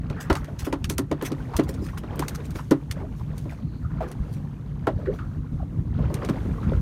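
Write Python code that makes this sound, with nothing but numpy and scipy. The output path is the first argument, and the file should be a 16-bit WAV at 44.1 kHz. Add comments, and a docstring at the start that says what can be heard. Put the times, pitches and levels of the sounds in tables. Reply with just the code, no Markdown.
"""Fishing gear knocks, clicks and scrapes on the hollow deck of a small open boat on a choppy sea.
The blows ring deck and panel resonances; clicks and scrapes are short bursts of shaped noise.
Waves wash, slap and gulp along the hull: shaped noise, clusters of bubble tones and single air pockets.
A freshening wind buffets the microphone with deep noise and thumps, while an idling engine hums faintly
as a few wavering sines. A thin, airy whistle of narrow noise comes and goes."""
import sys
import numpy as np
from scipy import signal
from scipy.fft import rfft, irfft, next_fast_len
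from scipy.io import wavfile
from scipy.ndimage import uniform_filter1d, map_coordinates

SR = 44100
rng = np.random.default_rng(int(sys.argv[2]) if len(sys.argv) > 2 else 0)


def unload_wav(signal):
    """Save mono or channel-first audio to the path in sys.argv[1] as 16-bit WAV at rate SR, clipped to [-1, 1]."""
    wavfile.write(
        sys.argv[1],
        SR,
        np.round(np.clip(np.atleast_2d(signal).T, -1, 1) * 32767).astype(np.int16),
    )


N = 300321  # length in samples


def amp(db):
    """Turn decibels into a gain."""
    return 10 ** (np.asarray(db) / 20)


def unit(x):
    """Scale to an rms of 1."""
    return x / np.sqrt(np.mean(x ** 2) + 1e-20)


def curves(rows):
    """Draw straight lines between the rows: one curve for each column after the time."""
    s, *cols = np.transpose(rows)
    return [np.interp(np.arange(N) / SR, s, c) for c in cols]


def wobble(rate, size=N):
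    """A smooth random curve through `rate` random points a second."""
    points = rng.standard_normal(int(size * rate / SR) + 4)
    return map_coordinates(points, [np.arange(size) * rate / SR])


def swell(t, rise, fall):
    """A bell-shaped rise to 1 at t = 0, then an exponential fall."""
    return np.exp(-np.where(t < 0, (t / rise) ** 2, np.abs(t) / fall))


def filtered(x, response):
    """Multiply the spectrum of x by a response that depends on frequency."""
    m = next_fast_len(len(x) + SR // 8)
    return irfft(rfft(x, m) * response(np.fft.rfftfreq(m, 1 / SR)), m)[:len(x)]


def coloured(x, spectrum):
    """Shape x by (frequency in Hz, level in dB) points, at an rms of 1."""
    f, db = np.transpose(spectrum)
    return unit(filtered(x, lambda hz: amp(np.interp(np.log(hz + 1), np.log(f), db))))


def resonances(modes, f):
    """Combined response of resonances (Hz, width in Hz, dB), with alternating signs."""
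    total = 0
    for k, (c, w, db) in enumerate(modes):
        total = total + (-1) ** k * amp(db) * 1j * f * w / (c * c - f * f + 1j * f * w)
    return total


def patchy(patchy_db):
    """White noise with drifting patches of gain in time and frequency."""
    z = signal.stft(rng.standard_normal(N), nperseg=512)[2]
    field = uniform_filter1d(rng.standard_normal(z.shape), size=6, axis=0)
    field = uniform_filter1d(field, size=8, axis=1)
    return signal.istft(z * amp(patchy_db * unit(field)), nperseg=512)[1][:N]


def add(track, s, sound):
    """Mix a sound into the track from time s in seconds."""
    start = int(np.clip(round(s * SR), 0, N))
    track[start:start + len(sound)] += sound[:N - start]


def bubbles(times, hz, sizes, cycles, glide):
    """Damped sines that rise in pitch as each bubble nears the surface."""
    t = np.arange(SR // 32) / SR
    age = hz[:, None] * t / cycles  # at age 1 the ring has faded by 60 dB
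    tone = np.sin(2 * np.pi * cycles * age * (1 + glide * age / 2))
    rings = sizes[:, None] * tone * amp(-60 * age) * (1 - np.exp(-20 * age))
    where = (times * SR).astype(int)[:, None] + np.arange(len(t))
    return np.bincount(where.ravel(), rings.ravel())


def engine():
    """The idling engine hums as a few sines that waver a little in speed and strength."""
    # Engine tones. Each row: frequency in Hz, rms level in dB before the wavering.
    hum = [(110.5, -47.5), (148, -40.5), (252, -54.5)]
    clock = np.cumsum(1 + 0.0047 * wobble(2.97)) / SR  # shared, so the tones drift together
    out = np.zeros(N)
    for hz, db in hum:
        out += amp(db + 0.4 * wobble(1.9)) * np.sqrt(2) * np.sin(2 * np.pi * hz * clock)
    return out


def whistle():
    """A faint, narrow, airy band of noise flickers high above the water."""
    # Spells of whistling. Each row: middle in seconds, level in dB, half length in seconds.
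    spells = [(3.71, -66.5, 0.11), (5.1, -74, 0.25)]
    # Colour of the whistle. Each row: frequency in Hz, relative level in dB.
    airy_colour = [(3000, -40), (3900, -7), (4250, 0), (4650, -7), (5600, -40)]
    t = np.arange(N) / SR
    level = sum(amp(db) * np.exp(-((t - s) / half) ** 2) for s, db, half in spells)
    flicker = amp(2.0 * wobble(35))
    return level * flicker * coloured(rng.standard_normal(N), airy_colour)


def wind():
    """Lumpy turbulence on the microphone: the breeze gusts and flutters, with a few big eddies."""
    # The breeze freshens. Each row: time in seconds, relative strength in dB.
    breeze = [(0.0, -35.5), (0.62, -34.5), (1.01, -36), (3.05, -37), (3.66, -32), (4.08, -38.5),
              (5.12, -33.5), (5.48, -37), (5.9, -30.5), (6.33, -34.5), (6.56, -28), (6.81, -27)]
    # Colour of the buffeting. Each row: frequency in Hz, relative level in dB.
    buffet_colour = [(12, -57), (25, -26), (38, -9.5), (54, 0.5), (80, -2), (120, -2.5), (170, -4.5),
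                     (230, -10.5), (300, -16), (450, -35), (900, -66), (3000, -109)]
    # Single eddies thump the microphone. Each row: middle in seconds, level in dB, pitch in Hz.
    thumps = [(0.108, -19.5, 109), (0.321, -13, 76), (0.638, -23, 71), (1.561, -17, 68),
              (1.953, -22.5, 71.6), (2.912, -21, 85.5), (3.86, -19.5, 79), (4.213, -17, 54.7),
              (4.966, -13, 103), (5.551, -22, 58.4), (5.795, -21.5, 97), (6.061, -14.5, 109),
              (6.151, -16, 132), (6.309, -12, 172), (6.52, -17.5, 110), (6.651, -19, 80)]
    eddy_cycles = 0.63  # an eddy's push lasts about this many cycles either side of its middle
    strength_db, = curves(breeze)
    gust_db, flutter_db = 1.5 * wobble(5), 2.53 * wobble(24)
    buffet_db = strength_db + 3 + gust_db + flutter_db
    out = amp(buffet_db) * coloured(rng.standard_normal(N), buffet_colour)
    for s, db, hz in thumps:
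        turns = (np.arange(SR // 8) - SR // 16) / SR * hz
        push = np.sin(2 * np.pi * turns) * np.exp(-(turns / eddy_cycles) ** 2)
        add(out, s - 1 / 16, amp(db) * push)
    return out


def sea():
    """Waves swell over steady lapping: rushing water with fine bubbles, then a smooth hiss of foam."""
    # Waves run along the hull. Each row: crest in seconds, relative wash level in dB,
    # rise in seconds, fall in seconds.
    waves = [(.3, -46, .3, 0.31), (.68, -53, 0.093, 0.19), (1.24, -41.5, 0.07, 0.41),
             (1.58, -43, 0.074, 0.16), (2.22, -38.5, 0.15, 0.2), (3.0, -48.5, 0.11, 0.074),
             (3.48, -52.5, 0.36, 0.078), (4.02, -45.5, .07, 0.45), (5.06, -48.5, 0.087, 0.18),
             (6.04, -40.5, 0.09, 0.28), (6.28, -39.5, .12, 0.24), (6.69, -45, 0.13, 0.13)]
    # Colours of the rushing water and of the foam. Each row: frequency in Hz, relative level in dB.
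    wash_colour = [(100, -39), (250, 12), (400, 5), (650, -2.5), (1000, -4), (1450, -8.5), (2100, -15),
                   (3200, -21.5), (5000, -27.5), (12000, -51)]
    foam_colour = [(1000, 5), (2500, 0.5), (4000, -2), (5000, -6), (6300, -1), (7600, -7), (9500, -5),
                   (10800, -10.5), (12800, -6), (15000, -19), (16000, -17)]
    lapping_db, hiss_db = -53.5, -67.5  # water and hiss that stay between the waves
    foam_db, foam_lag_s, foam_fall_s = -20, 0.15, 0.58  # foam peaks after the crest, then fizzes out
    t = np.arange(N) / SR
    flow_power = amp(lapping_db) ** 2
    froth_power = amp(hiss_db) ** 2
    for s, db, rise, fall in waves:
        flow_power = flow_power + (amp(db) * swell(t - s, rise, fall)) ** 2
        froth = amp(db + foam_db) * swell(t - s - foam_lag_s, rise, foam_fall_s)
        froth_power = froth_power + froth ** 2
    when, pitch, size = rng.random((5000, 3)).T
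    # fine bubbles start between 400 and 4800 Hz
    pops = bubbles(when * N / SR, 400 * 12 ** pitch, amp(15 * size ** 2), cycles=22, glide=.14)[:N]
    rush = amp(-0.5) * coloured(patchy(patchy_db=0.5), wash_colour)
    fizz = amp(-3.0) * coloured(np.diff(pops, prepend=0), wash_colour)
    wash = np.sqrt(flow_power) * amp(1.8 * wobble(30)) * (rush + fizz)  # the level is choppy
    foam = coloured(rng.standard_normal(N), foam_colour)
    return wash + np.sqrt(froth_power) * amp(.8 * wobble(11)) * foam


def glugs():
    """A trapped pocket of air swells into a wavering tone, its pitch creeping up as it dies."""
    # Single air pockets gulp under the hull. Each row: peak in seconds, peak level in dB, pitch in Hz,
    # rise in seconds, fall in seconds.
    pockets = [(.198, -40.5, 1665, 0.029, 0.05), (3.03, -35, 401.5, 0.024, 0.029),
               (3.05, -36.5, 667, 0.014, .007), (3.213, -37.5, 890, 0.0041, 0.0048),
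               (3.909, -49, 1100, 0.0043, .005), (3.985, -44, 1450, 0.0045, .006),
               (3.852, -39.5, 1320, 0.0079, 0.016), (5.089, -18, 398, 0.013, 0.019),
               (5.095, -24.5, 530, 0.015, 0.015), (5.224, -42, 1323, 0.009, 0.029),
               (5.606, -35.5, 738, 0.0054, 0.0059), (5.63, -31, 670, 0.0024, 0.0033),
               (6.585, -33, 1050, 0.0027, 0.0058), (6.721, -23.5, 536.2, 0.00098, 0.0066)]
    out, t = np.zeros(N), np.arange(-SR // 16, SR // 8) / SR
    for s, db, hz, rise, fall in pockets:
        pitch = hz * (1 + .5 * t + 0.1006 * wobble(239.6, size=len(t)))
        tone = np.sin(2 * np.pi * np.cumsum(pitch) / SR)
        add(out, s + t[0], amp(db) * swell(t, rise, fall) * tone)
    return out


def slaps():
    """Each wave traps a cluster of air pockets and throws up a little spray."""
    # Waves slap the hull. Each row: start in seconds, relative level in dB, middle bubble pitch in Hz,
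    # fading time in seconds.
    slap_list = [(0.162, -47.5, 1510, 0.26), (0.353, -30.5, 1066, .021), (0.478, -35, 492, 0.028),
                 (1.535, -30, 990, 0.024), (1.885, -35, 1720, 0.012), (1.93, -40.5, 810, 0.021),
                 (2.129, -36, 990, 0.0088), (2.221, -26, 1173, .012), (2.585, -33, 1280, 0.015),
                 (2.967, -39, 476, 0.036), (2.957, -48.5, 1590, 0.035), (2.999, -42, 1030, 0.03),
                 (3.493, -45.5, 1760, 0.033), (3.522, -36, 747, 0.01), (3.899, -51.5, 1240, 0.12),
                 (4.005, -28, 722, 0.023), (4.019, -30, 406, 0.033), (4.022, -41, 1430, 0.04),
                 (4.986, -38, 456, 0.06), (5.055, -40.5, 1410, 0.022), (5.186, -38.5, 1260, 0.024),
                 (5.701, -48, 370, 0.13), (5.987, -35, 530, 0.028), (6.101, -32, 437, 0.072),
                 (6.63, -36.5, 1180, 0.027), (6.729, -40.5, 1240, 0.035)]
    out, t = np.zeros(N), np.arange(SR // 3) / SR
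    for s, db, hz, length in slap_list:
        when, pitch, size = rng.random((60, 3)).T
        spread = (np.arange(len(when)) + when) / len(when)  # one bubble in each equal slice of time
        pitches = hz * 1.8 ** (pitch - .5)
        pockets = bubbles(spread * len(t) / SR, pitches, amp(12 * size), cycles=20, glide=.15)
        pockets = unit(np.pad(pockets, (0, len(t)))[:len(t)])
        spray_colour = [(hz / 3, -22), (hz, 0), (hz * 2, -12), (hz * 8, -36), (hz * 20, -45)]
        spray = coloured(rng.standard_normal(len(t)), spray_colour)
        burst = (1 - np.exp(-t / 0.0013)) * np.exp(-t / length)
        add(out, s, amp(db) * burst * (pockets + .5 * spray))
    return out


def scrapes():
    """Gear and sleeves scrape in short strokes of fine, grainy friction."""
    # Strokes. Each row: peak in seconds, relative level in dB, rise in seconds, fall in seconds.
    strokes = [(.212, -39, 0.0076, 0.019), (.372, -48.5, .01, 0.023), (.596, -38, .006, 0.021),
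               (0.652, -37.5, 0.0056, 0.016), (.897, -42, 0.0035, .004), (.919, -41, 0.0078, .014),
               (1.267, -32, 0.017, 0.0097), (1.639, -48.5, 0.0068, .009), (1.692, -39, .006, 0.011),
               (1.743, -46, 0.0052, 0.0086), (1.85, -52, 0.029, .053), (1.983, -40.5, 0.0058, 0.0089),
               (2.23, -53, .015, 0.031), (2.359, -41.5, 0.0089, 0.0058), (2.455, -52.5, 0.013, .02),
               (2.565, -45.5, 0.016, 0.035), (3.19, -59, 0.025, 0.046), (3.39, -58, 0.03, 0.064),
               (3.51, -57, 0.012, .04), (4.09, -57, .012, 0.013), (4.34, -55, .025, .03),
               (5.15, -58, 0.022, 0.034), (6.3, -45.5, 0.014, 0.0079)]
    # Colour of the friction. Each row: frequency in Hz, relative level in dB.
    scrape_colour = [(400, -36), (1300, 2), (2600, 1), (4300, -0.5), (6300, 2), (7500, -2.5), (9000, -2),
                     (11000, -5.5), (13500, -5), (16000, -12)]
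    t = np.arange(N) / SR
    stroke = sum(amp(db) * swell(t - s, rise, fall) for s, db, rise, fall in strokes)
    grains = patchy(patchy_db=4.0) * amp(3.2 * wobble(690))
    return stroke * coloured(grains, scrape_colour)


def clicks():
    """Hard parts chatter for a few milliseconds; the deck throws the click back and it rings out."""
    # Hard clicks. Each row: time in seconds, relative level in dB, rough treble tilt in dB per octave.
    click_list = [(0.0992, -31.5, -7), (0.3005, -27, -18), (.3273, -25, -2.5), (0.3529, -20.5, -6.5),
                  (0.444, -34.5, -4), (0.7264, -22, -6), (0.8423, -19.5, -5), (.8976, -17, 0),
                  (.981, -15, .5), (1.1137, -23.5, -9), (1.2124, -25, -11.5), (1.2236, -30, 5),
                  (1.3179, -29, -5.5), (1.5655, -18.5, 1.5), (1.5949, -23, -7.5), (1.8645, -33.5, -9),
                  (1.974, -26.5, -13), (2.157, -40, 6), (2.1927, -21, 0.5), (2.2818, -20, 0.5),
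                  (2.3488, -31, -2), (2.506, -36, 0.5), (2.556, -28.5, -9.5), (2.7092, -20.5, -2.5),
                  (2.9114, -20.5, -2), (3.379, -34.5, 0.5), (4.1147, -34.5, -1), (4.8691, -32.5, -3),
                  (6.1412, -25, -1), (6.248, -29, -3), (6.2876, -25, -11)]
    # Resonances of the gear. Each row: frequency in Hz, width in Hz, relative level in dB.
    gear_modes = [(1146, 440, -1.5), (2680, 2130, -0.5), (4440, 630, 3.5), (5990, 1420, -1.5),
                  (9030, 960, 3), (10700, 4500, -4.5), (14900, 2200, -9.5)]
    t60 = 0.079  # seconds for the ring to fade by 60 dB
    out, t = np.zeros(N), np.arange(-SR // 100, SR // 6) / SR
    contact = np.exp(-((t - .002) / 0.0018) ** 2)
    echo = amp(-14) * np.exp(-((t - .012) / .004) ** 2)
    ring = amp(-5) * amp(-60 * np.abs(t) / t60) * (t > 0)
    for s, db, tilt_db in click_list:
        chatter = rng.standard_normal(len(t)) * (contact + echo + ring)
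        click = filtered(chatter, lambda f: resonances(gear_modes, f) * amp(tilt_db * np.log2((f + 500) / 6000)))
        add(out, s + t[0], amp(db - 24.5) * unit(click))
    return out


def knocks():
    """A blow booms in the deck and rattles the panels; where it lands sets which resonances speak most."""
    # Gear knocks on the deck. Each row: time in seconds, level in dB, boom pitch in Hz,
    # clack level in dB relative to the boom, clack pitch in Hz.
    blows = [(.102, -28.5, 245, -12.5, 895), (.3, -11.5, 352, -8.5, 1130), (.668, -19, 306, -14, 706),
             (.727, -16, 293, -11, 1040), (0.901, -22.5, 317, -15.5, 1110), (.984, -22.5, 298, -10, 1280),
             (.992, -16.5, 274, -25, 1120), (1.114, -14.5, 287, -14, 800), (1.223, -19, 340, -16, 1425),
             (1.316, -17.5, 275, -23, 700), (1.59, -8.5, 318, -17, 1040), (1.69, -26.5, 430, -35, 700),
             (1.818, -24.5, 305, -46, 700), (2.035, -28, 271, -11.5, 1140), (2.193, -19, 300, -20, 990),
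             (2.553, -29, 344, -14.5, 700), (2.713, -5, 288, -20, 990), (3.454, -29, 296, -14, 620),
             (4.871, -14.5, 418, -6, 714), (6.29, -16.5, 244, -17, 1190), (6.453, -23.5, 237, -24, 600),
             (6.718, -24, 410, -13, 690)]
    # Resonances of the hollow deck. Each row: frequency in Hz, relative level in dB,
    # time to fade by 60 dB in seconds.
    deck_modes = [(138, -3, 0.36), (246, 5.5, 0.033), (279.6, -1, 0.17), (316.3, -0.5, 0.14),
                  (382.2, -1.5, 0.14), (427.5, -1.5, 0.096), (533.5, -4, 0.14)]
    # Stiffer panels that clack. Each row: frequency in Hz, width in Hz, relative level in dB.
    panel_modes = [(550, 114, 12), (683, 238, 6.5), (846, 96, 5.5), (1040, 164, 3.5), (1226, 204, 3.5),
                   (1330, 160, 4.5), (1820, 310, -0.5), (1954, 220, 0.5), (3280, 1500, -11)]
    out, t = np.zeros(N), np.arange(SR // 4) / SR
    hz, mode_db, t60 = np.transpose(deck_modes)[:, :, None]
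    sign = (-1) ** np.arange(len(hz))[:, None]
    for s, db, boom_hz, clack_db, clack_hz in blows:
        # resonances near the blow's pitches ring most, in the deck and in the panels
        away_db = 10.4 * np.abs(np.log2(hz / boom_hz))
        strength = amp(mode_db + 2 * rng.standard_normal(hz.shape) - away_db)
        boom = np.sum(sign * strength * np.sin(2 * np.pi * hz * t) * amp(-60 * t / t60), axis=0)
        fade = amp(-60 * t / 0.052) + amp(2.0) * amp(-60 * t / 0.13)
        rattle = rng.standard_normal(len(t)) * fade
        panels = [(c, w, level - 5 * abs(np.log2(c / clack_hz))) for c, w, level in panel_modes]
        clack = filtered(rattle, lambda f: resonances(panels, f))
        clack = clack / np.std(clack[:SR // 80])
        blow = boom / np.abs(boom).max() + amp(clack_db) * clack
        add(out, s - .001, amp(db) * blow * (1 - np.exp(-t / 0.00059)))
    return out


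def scene():
    """Everything reaches one microphone in the open air."""
    water = sea() + slaps() + glugs()
    gear = knocks() + clicks() + scrapes()
    return (wind() + engine() + whistle() + water + gear)[None]


def record(dry):
    """Cut the sound off steeply above the top frequency."""
    top_hz = 15900
    return filtered(dry[0], lambda hz: 1 / np.sqrt(1 + (hz / top_hz) ** 200))[None]


dry = scene()
out = record(dry)
unload_wav(out)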